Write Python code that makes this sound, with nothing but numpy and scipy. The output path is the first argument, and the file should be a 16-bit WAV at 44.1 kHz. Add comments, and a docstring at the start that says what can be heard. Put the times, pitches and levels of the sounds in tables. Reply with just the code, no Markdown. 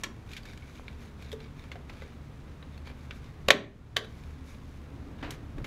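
"""The plastic cover of a water heater's gas valve snaps home as hands work on it in a narrow closet.
Each impact excites the valve's damped modes, drives the steel tank and reverberates between the walls.
Wires rustle and tick by friction, nails scratch by stick-slip, and at the end weight shifts and a hand
scrapes. A far engine idles at its firing frequency while other motors drone in and out.
Gain control ducks the background after the loudest snap."""
import sys
import numpy as np
from scipy import signal
from scipy.fft import rfft, irfft
from scipy.io import wavfile
from scipy.ndimage import uniform_filter1d, minimum_filter1d

SR = 44100
rng = np.random.default_rng(int(sys.argv[2]) if len(sys.argv) > 2 else 0)


def dump_mix(stems):
    """Bounce the given channels to the path in sys.argv[1] as a 16-bit WAV at rate SR."""
    frames = np.atleast_2d(stems).T  # one column per channel
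    limited = np.clip(frames, -1, 1)  # hard clip at full scale
    pcm = np.round(limited * 32767).astype(np.int16)
    wavfile.write(sys.argv[1], SR, pcm)


N = 249606


def from_db(db):
    """Amplitude ratio of a level in decibels."""
    return 10 ** (np.asarray(db) / 20)


def rms_one(x):
    """Normalisation to unit rms."""
    return x / np.sqrt(np.mean(x ** 2) + 1e-20)


def at_hz(points, hz):
    """Interpolation on a logarithmic frequency axis."""
    return np.interp(np.log(hz + 1), np.log(np.array(points)[:, 0]), np.array(points)[:, 1])


def noise(spectrum, size=N):
    """Spectral shaping of white noise, at unit rms."""
    hz = np.arange(size // 2 + 1) * SR / size
    shaped = rfft(rng.standard_normal(size)) * from_db(at_hz(spectrum, hz)) * (hz > 10)
    return rms_one(irfft(shaped, size))


def drift(corner_hz):
    """Random modulation: low-passed noise at unit rms."""
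    hz = np.arange(N // 2 + 1) * SR / N
    return rms_one(irfft(rfft(rng.standard_normal(N)) / (1 + (hz / corner_hz) ** 2), N))


def band(x, low, high):
    """Causal band-pass filtering."""
    return signal.sosfilt(signal.butter(2, [low, high], "band", fs=SR, output="sos"), x)


def ringing(modes, t):
    """Modal superposition: damped sinusoids of alternating sign."""
    hz, db, t60 = np.array(modes).T[:, :, None]
    strength = from_db(db) * (-1) ** np.arange(len(hz))[:, None]
    return np.sum(strength * from_db(-60 * t / t60) * np.sin(2 * np.pi * hz * t), axis=0)


def add(track, start, sound):
    """Superposition of a sound on a track from a start time in seconds."""
    at = int(start * SR)
    track[at:at + len(sound)] += sound[:N - at]


def stroke(start, length, rise_share=0.36):
    """Envelope of one movement: a quarter sine from rest up to 1, and another back."""
    turn = start + length * rise_share
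    return np.sin(np.pi / 2 * np.interp(np.arange(N) / SR, [start, turn, start + length], [0, 1, 0]))


# spectrum of the engine's rumble: (frequency [Hz], relative level [dB])
RUMBLE = [(18, -12), (27, 1.5), (37, -3), (60, -1), (85, -3.5), (115, -3), (170, -9), (240, -7),
          (340, -15.5), (450, -16.5), (650, -23.5), (1200, -30), (4000, -56.5)]

def engine(firing_hz=73.4, firing_db=-48, octave_db=-7, rumble_db=-47, swell_s=1.6, swell_db=9.5):
    """Transmission through walls leaves an uneven firing tone, its octave and a low rumble."""
    tone_db = firing_db - swell_db * np.maximum(1 - np.arange(N) / SR / swell_s, 0)
    phase = 2 * np.pi * np.cumsum(firing_hz * (1 + .011 * drift(7))) / SR
    throb_db, octave_throb_db = 3.0 * drift(10), 2.5 * drift(9)
    firing = np.sin(phase) * from_db(throb_db) + np.sin(2 * phase) * from_db(octave_db + octave_throb_db)
    return from_db(tone_db) * rms_one(firing) + from_db(rumble_db) * noise(RUMBLE)


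# spectrum of the still air: (frequency [Hz], relative level [dB])
AIR = [(290, -38), (500, -10.5), (871, -6), (1030, -3.5), (2230, -11), (8370, -28), (11400, -33.5),
       (12600, -39), (15000, -34)]

def air(level_db=-61.5):
    """Stationary broadband noise forms the ambient floor."""
    return from_db(level_db) * noise(AIR)


# far motors: (start [s], duration [s], first frequency [Hz], last frequency [Hz], level [dB])
DRONES = [(-.4, 0.96, 111.2, 111.9, -51.5), (2.746, 0.72, 129, 116.6, -53), (3.351, 1.1, 114.7, 109.7, -49),
          (3.998, 1.13, 267, 262.6, -59.5)]

def motor_drones(waver_db=2.5):
    """Amplitude and frequency modulation: each motor's tone swells, glides a little and fades."""
    t, out = np.arange(N) / SR, 0
    for start, length, first_hz, last_hz, level_db in DRONES:
        hz = np.interp(t, [start, start + length], [first_hz, last_hz])
        tone = rms_one(np.sin(2 * np.pi * np.cumsum(hz) / SR))
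        out = out + from_db(level_db) * stroke(start, length) * tone
    return out * from_db(waver_db * drift(8))


# friction spectra, middle register and treble: (frequency [Hz], relative level [dB])
RUB_MID = [(300, -20), (1000, -3), (1500, -1), (2000, 0), (2300, 0.5), (2600, -3), (3100, -6), (3700, -2.5),
           (4800, -12.5), (7000, -23), (15000, -53)]
RUB_TREBLE = [(300, -46), (2500, -19), (4500, -0.5), (6500, 3), (8500, -8), (11000, -3.5), (15000, -14)]
# resonances of the slack wires: (frequency [Hz], bandwidth [Hz], gain [dB])
WIRES = [(1610, 180, 1), (2320, 200, 5.5), (3650, 330, -6)]
# hands and sleeves over the wires: (start [s], duration [s], level [dB], relative treble level [dB])
STROKES = [(0, 0.022, -61, -2), (0.244, 0.22, -60, -6), (0.425, 0.21, -60.5, -7), (0.58, 0.31, -60.5, -8.5),
           (0.743, 0.075, -64, -4), (0.795, 0.24, -65, -10), (0.972, 0.16, -58.5, -8.5),
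           (1.171, 0.2, -58.5, -10.5), (1.374, 0.12, -60, -15), (1.538, 0.2, -62.5, -10),
           (1.854, 0.33, -59.5, -11.5), (2.71, 0.085, -63.5, -11), (2.843, 0.092, -54, -16),
           (2.933, 0.2, -64.5, -8), (3.12, .09, -59.5, -7), (3.202, 0.12, -61.5, -13),
           (3.98, 0.51, -66.5, -4.5), (4.435, 0.16, -63.5, -1), (4.561, 0.35, -74, 0),
           (5.173, 0.069, -60, -21), (5.3, 0.069, -52.5, -9.5)]

def rubbing(grain_db=2.0, grain_hz=160, catches_per_s=260, buzz_db=-5.0, wander_db=3):
    """Sliding friction: skin and sleeves slip and catch, and under a stroke the wires resonate."""
    restless_mid_db, restless_treble_db = -67.5, -77   # the hands never rest entirely
    mid_power, treble_power = 0, from_db(restless_treble_db) ** 2
    for start, length, level_db, treble_db in STROKES:
        power = (from_db(level_db) * stroke(start, length)) ** 2
        mid_power = mid_power + power
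        treble_power = treble_power + power * from_db(treble_db) ** 2
    slips = rms_one(from_db(grain_db * drift(grain_hz)))
    catches = rms_one((rng.random(N) < catches_per_s / SR) * rng.uniform(-1.05, 1, N))
    friction = slips * rng.standard_normal(N) * from_db(-3) + catches
    buzz = sum(from_db(db + wander_db * drift(6.1)) * band(friction, hz - width / 2, hz + width / 2)
               for hz, width, db in WIRES)
    mid = rms_one(slips * noise(RUB_MID) + from_db(buzz_db) * rms_one(buzz))
    restless = from_db(restless_mid_db) * slips * noise(RUB_MID)
    return np.sqrt(mid_power) * mid + restless + np.sqrt(treble_power) * slips * noise(RUB_TREBLE)


def wire_ticks(peak_ticks_per_s=55, tick_db=7, ring_cycles=30):
    """A Poisson process: wires collide at a rate proportional to stroke speed, each at a random pitch."""
    speed = sum(stroke(start, length) for start, length, _, _ in STROKES)
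    force = sum(from_db(level_db) * stroke(start, length) for start, length, level_db, _ in STROKES)
    sizes = from_db(tick_db + np.minimum(rng.exponential(1, N), 2))
    flicks = (rng.random(N) < peak_ticks_per_s * speed / SR) * sizes * force
    pitches_hz = np.geomspace(2200, 5400, 10)
    pitch_index = rng.integers(0, len(pitches_hz), N)
    t = np.arange(SR // 50) / SR
    return sum(signal.fftconvolve(flicks * (pitch_index == k), ringing([(hz, 0, ring_cycles / hz)], t))
               for k, hz in enumerate(pitches_hz))[:N]


# spectrum of a contact's crack: (frequency [Hz], relative level [dB])
CRACK = [(150, 1), (600, 0), (1000, -0.5), (2000, 4.5), (3800, 2), (5000, -8), (7000, -8.5), (9000, -15),
         (15000, -14.5)]
# modes of the valve housing and cover: (frequency [Hz], level [dB], decay time T60 [s])
VALVE = [(575, -15.5, 0.037), (744, -7, .03), (1003, -15, .045), (1130, -11.5, .033), (1687, -1.5, .02),
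         (1835, -0.5, 0.016), (2170, -3.5, 0.017), (2420, -4.5, .018), (2645, -12.5, .015),
         (3067, -5, 0.027), (3385, -4.5, .028), (3680, -4, .025), (3890, -5, .02), (4130, -9, .02),
         (4470, -11.5, .016), (4850, -13, .016), (5710, -16, 0.012), (6100, -19.5, 0.024),
         (6940, -15, .012), (10620, -23, .012)]

def contact(levels_db, contact_s, spot, valve_db, damping_db_per_s=0, rise_s=0.00096, scatter_db=-12.0):
    """Impact excitation: a crack, its scatter off nearby parts and the modes of valve and struck spot."""
    t = np.arange(SR // 8) / SR
    scatter = from_db(scatter_db - 60 * t / 0.097)
    crack = from_db(0.5) * noise(CRACK, size=len(t)) * (np.exp(-t / contact_s) + scatter)
    modes = from_db(valve_db) * ringing(VALVE, t) + ringing(spot, t)
    hit = (modes + crack) * (1 - np.exp(-t / rise_s)) * from_db(-damping_db_per_s * t)
    # neighbouring bands take opposite signs so that they join without a gap
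    thud, body = -band(hit, 130, 1100), band(hit, 1300, 4700)
    edge, sparkle = -band(hit, 4500, 8000), band(hit, 9000, 14000)
    # each band's level is its rms over the first 10 ms
    return sum(from_db(db) * part / np.sqrt(np.mean(part[:SR // 100] ** 2))
               for db, part in zip(levels_db, (body, thud, edge, sparkle)))


# blows on the valve: (time [s], body level [dB], thud level [dB], edge level [dB], sparkle level [dB],
# contact time [s], hollow mode [Hz], bright mode [Hz], valve mode gain [dB], finger damping [dB/s])
SNAPS = [(0.0350, -39.5, -43, -38, -50.5, 0.0031, 1090, 2210, -12, 102),
         (0.0410, -36.5, -46, -60, -66, 0.002, 296, 2290, -16, 92),
         (3.4830, -39, -42, -50, -51, .001, 560, 2500, -8, 3000),
         (3.4854, -24.5, -23.5, -36, -42, .0015, 600, 3850, -8, 1800),
         (3.5042, -5, -15.5, -20.5, -30.5, 0.0019, 598.6, 1760, -1, 240),
         (3.5104, -23, -23, -34, -48, 0.0045, 399, 3100, -9, 20),
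         (3.5165, -26.5, -25, -42, -53.5, .004, 301, 1500, -11, 20.5),
         (3.963, -35, -46, -58, -60, 0.0015, 474, 1600, -4, 600),
         (3.966, -21.5, -35.5, -32.5, -41, 0.0011, 580, 3085, 1.5, 400.5),
         (3.9722, -33.5, -44.5, -46, -61, .003, 560, 3250, -10.5, 201),
         (3.9835, -46, -53, -56, -66, .004, 397, 3700, -12, 200)]

def cover_snaps():
    """Damped free vibration: the stiff plastic cover catches, snaps home and rings only briefly."""
    out = np.zeros(N)
    for start, *levels_db, contact_s, hollow_hz, bright_hz, valve_db, damping in SNAPS:
        spot = [(hollow_hz, 0, .022), (bright_hz, 1.5, .016)]
        add(out, start, contact(levels_db, contact_s, spot, valve_db, damping))
    return out


# modes of the sheet steel tank jacket: (frequency [Hz], level [dB], decay time T60 [s])
TANK = [(151.7, 0, 0.28), (200, -2, .2), (248.6, 5, .3), (270, -3, .33), (361, 1, 0.36), (402.4, 5, 0.33),
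        (602.6, -21, 0.19), (710, -18.5, .3), (766, -17.5, .22), (955, -10.5, .16), (1206, -19.5, .27)]

def tank(blows, coupling_db=-52):
    """Structure-borne sound: blows on the valve drive the modes of the steel jacket."""
    t = np.arange(SR // 2) / SR
    return from_db(coupling_db) * signal.fftconvolve(blows, ringing(TANK, t))[:N]


# spectrum of the closet's reverberation: (frequency [Hz], relative level [dB])
ECHO = [(100, 1), (260, 14), (420, 12), (600, 0), (1000, 2.5), (1400, 3.5), (1900, -6.5), (2400, -6.5),
        (3500, -4), (4700, -2), (7000, -4.5), (15000, -7)]
# its decay: (frequency [Hz], reverberation time T60 [s])
ECHO_T60 = [(100, 0.99), (400, 0.29), (1500, 0.34), (4000, 0.26), (8000, 0.26), (15000, 0.2)]

def closet(blows, wet_db=-11.5, build_up_s=0.0037):
    """Reverberation: close walls return dense reflections whose treble decays first."""
    t, echo = np.arange(SR // 2) / SR, 0
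    edges_hz = np.geomspace(80, 18000, 12)
    for low, high in zip(edges_hz, edges_hz[1:]):
        hz = np.sqrt(low * high)
        decay = from_db(at_hz(ECHO, hz) - 60 * t / at_hz(ECHO_T60, hz))
        echo = echo + band(rng.standard_normal(len(t)), low, high) * decay
    echo = echo * (1 - np.exp(-t / build_up_s))
    return from_db(wet_db) * signal.fftconvolve(blows, echo / np.linalg.norm(echo))[:N]


# fingernails and wire ends drawn over the cover: (start [s], duration [s], level [dB])
SCRATCHES = [(.275, .12, -56.5), (.45, .13, -58), (1.184, 0.14, -58.5), (1.395, 0.11, -62), (1.57, .1, -60),
             (4.452, .115, -62.5)]
# modes that a scratch excites: (frequency [Hz], level [dB], decay time T60 [s])
SCRATCH_MODES = [(1600, -3, .012), (2250, 1, 0.022), (2430, -2, .015), (3680, -2, .022), (4050, -6, .014),
                 (4750, -8, .012), (5550, -9, .012), (7050, -15, .012)]

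def scratches(slips_per_s=190, unevenness=0.45, size_spread_db=5.1):
    """Stick-slip motion: every slip of a hard edge excites each mode with a random strength."""
    rate = slips_per_s * np.exp(unevenness * drift(90))
    onsets = np.diff(np.floor(np.cumsum(rate) / SR), prepend=0)
    slips = onsets * from_db(size_spread_db * rng.uniform(-1, 1, N))
    t = np.arange(SR // 20) / SR
    rings = sum(signal.fftconvolve(slips * rng.standard_normal(N), ringing([mode], t))[:N]
                for mode in SCRATCH_MODES)
    return rms_one(rings) * sum(from_db(db) * stroke(start, length) for start, length, db in SCRATCHES)


# modes of the wire terminals: (frequency [Hz], level [dB], decay time T60 [s])
TERMINALS = [(1475, -11, 0.027), (3690, -19, 0.018)]
# light touches of wires and tools, before the band offsets below: (time [s], peak level [dB],
# thud level [dB], edge level [dB], bright mode [Hz], its decay time T60 [s], contact time [s])
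TOUCHES = [(.291, -48, -72, -69, 3600, .015, .002), (.315, -43, -68, -61, 3300, 0.018, .005),
           (0.3328, -35, -71, -55, 2480, 0.024, .0043), (.3656, -30.5, -78, -54, 2230, .03, 0.011),
           (0.3766, -37, -70, -62, 3540, .02, .0031), (0.4528, -39, -71, -60, 1740, 0.034, 0.01),
           (.433, -46, -72, -65, 4600, .012, .001), (.533, -43, -68, -66, 1750, .018, .002),
           (0.5746, -43, -68, -61.5, 2360, 0.017, .0028), (.623, -42.5, -71, -80, 2250, 0.068, .001),
           (.8805, -31.5, -56, -71, 2300, 0.022, 0.0027), (.928, -49, -68, -72, 2600, .015, .002),
           (1.2226, -42.5, -64, -62, 2460, .03, .0026), (1.3168, -35, -64, -55.5, 3440, 0.014, 0.002),
           (1.3278, -37, -47, -53, 3700, .025, 0.0018), (1.4027, -43, -59, -67, 4050, 0.025, .006),
           (1.442, -49, -66, -72, 4700, .01, .001), (1.6387, -46, -54, -68, 2270, .025, .004),
           (1.7158, -31, -49.5, -61, 2160, 0.02, .008), (1.7552, -46, -43.5, -70, 720, 0.035, 0.009),
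           (1.8958, -37.5, -46, -64, 2490, 0.014, 0.0059), (2.0197, -42, -44, -67, 2033, 0.048, 0.0045),
           (2.626, -42.5, -53.5, -73, 3870, .025, 0.0028), (2.777, -46, -71, -65, 4350, .02, 0.0034),
           (2.872, -42, -50.5, -64, 4500, .025, .006), (2.900, -52, -50, -77, 2390, 0.028, .003),
           (3.1085, -29.5, -52, -65.5, 2330, 0.025, .003), (4.046, -41, -53, -61, 3850, .025, .0015),
           (4.236, -46.5, -64, -68, 2400, 0.02, .003), (4.545, -48, -67, -71, 2250, 0.022, .003),
           (5.306, -39, -46.5, -44.5, 3060, 0.016, 0.005), (5.581, -48.5, -46, -66.5, 1650, 0.015, 0.0058),
           (5.643, -31, -45.5, -54.5, 2190, 0.04, 0.011)]

def wire_touches(hollow_hz=465, hollow_spread=0.025, crest_db=12.5):
    """The point of excitation sets the response: each spot touched has its own pitch and decay."""
    out = np.zeros(N)
    for start, peak_db, thud_db, edge_db, bright_hz, t60, contact_s in TOUCHES:
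        knock_hz = hollow_hz * (1 + hollow_spread * rng.standard_normal())
        spot = [(knock_hz, -6, .035), (bright_hz, 4, t60)] + TERMINALS
        levels_db = (peak_db - crest_db, thud_db - 2, edge_db - 1, edge_db - 7.5)
        add(out, start, contact(levels_db, contact_s, spot, valve_db=-13, rise_s=0.0005, scatter_db=-13))
    return out


# a tiny pop close by and a deeper one as the cover gives: (time [s], peak level [dB], width [s])
POPS = [(0.7967, -31, 0.00017), (3.483, -24.5, 0.00068)]

def dull_pops():
    """Gaussian pressure pulses: the wider the push of air, the less treble it holds."""
    t = np.arange(N) / SR
    return -sum(from_db(db) * np.exp(-.5 * ((t - centre) / width) ** 2) for centre, db, width in POPS)


# firm pushes on the valve: (time [s], level [dB])
KNOCKS = [(1.3285, -34), (1.404, -48), (3.508, -21), (3.968, -36.5), (4.015, -38)]
# modes of the valve on its pipe: (frequency [Hz], level [dB], decay time T60 [s])
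PIPE = [(402, -8.5, .2), (440.7, -0.5, .24), (483.3, -8.5, .16), (563, -9, .1)]

def hollow_knocks():
    """Impulse response: a push rocks the whole valve on its pipe, which rings on hollowly."""
    out, t = np.zeros(N), np.arange(SR // 3) / SR
    for start, level_db in KNOCKS:
        add(out, start, from_db(level_db) * ringing(PIPE, t))
    return out


# spectra of the scuff and of the floor's rumble: (frequency [Hz], relative level [dB])
SCUFF = [(25, -2), (60, -10), (115, 3), (180, -7), (240, -1), (290, 4), (350, -8), (450, -9.5),
         (800, -17.5), (1600, -25), (3000, -35), (6000, -52), (15000, -59)]
FLOOR_RUMBLE = [(20, 0.5), (35, 6.5), (60, -4.5), (120, 0.5), (220, -16), (1000, -67)]
# shifts of weight as the worker reaches down: (start [s], duration [s], scuff level [dB], floor level [dB])
SHIFTS = [(4.836, 0.6, -48.5, -68), (5.2, 0.16, -45, -52), (5.31, 0.36, -49.5, -48.5),
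          (5.548, 0.14, -45.5, -40)]

def shuffle(lump_db=1.5):
    """Friction and forced vibration: shifting weight makes a lumpy scuff and the floor rumbles."""
    scuff = rms_one(noise(SCUFF) * from_db(lump_db * drift(40)))
    floor = noise(FLOOR_RUMBLE)
    return sum(stroke(start, length) * (from_db(scuff_db) * scuff + from_db(floor_db) * floor)
               for start, length, scuff_db, floor_db in SHIFTS)


# spectrum of the short scrape: (frequency [Hz], relative level [dB])
SCRAPE = [(150, -9), (450, 7), (800, 5), (1400, 3.5), (2100, 4), (3000, -2.5), (4000, -8), (6500, -21),
          (9000, -31), (15000, -38)]

def scrape(start_s=5.226, level_db=-38, rise_s=0.0012, decay_s=0.048, grain_db=1.0):
    """Roughness noise: the hand drags briefly over a coarse surface low by the tank."""
    t = np.maximum(np.arange(N) / SR - start_s, 0)
    drag = (1 - np.exp(-t / rise_s)) * np.exp(-t / decay_s)
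    return from_db(level_db) * drag * rms_one(noise(SCRAPE) * from_db(grain_db * drift(160)))


def scene():
    """Linear superposition of handwork and background; only the blows excite tank and closet."""
    blows = cover_snaps() + wire_touches() + wire_ticks()
    resonance = tank(blows) + closet(blows) + hollow_knocks()
    friction = scratches() + rubbing() + shuffle() + scrape()
    background = engine() + motor_drones() + air()
    return (blows + resonance + friction + dull_pops() + background)[None]


def record(dry, threshold_db=1, attack_s=0.0052, release_db_per_s=15, cutoff_hz=15600):
    """Automatic gain control ducks after a loud peak; a fast limiter and a steep low-pass follow."""
    recovery_db = release_db_per_s * np.arange(N) / SR
    over_db = np.maximum(20 * np.log10(np.abs(dry[0]) + 1e-9) - threshold_db, 0)
    held_db = np.maximum.accumulate(over_db + recovery_db) - recovery_db
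    pole = np.exp(-1 / (attack_s * SR))
    ducked = dry * from_db(-signal.lfilter([1 - pole], [1, -pole], held_db))
    full_scale_gain = 1 / np.maximum(np.abs(ducked), 1)
    limiter_gain = uniform_filter1d(minimum_filter1d(full_scale_gain, size=45), size=45)
    low_pass = signal.ellip(10, .1, 70, cutoff_hz, fs=SR, output="sos")
    return signal.sosfilt(low_pass, ducked * limiter_gain)


dry = scene()
out = record(dry)
dump_mix(out)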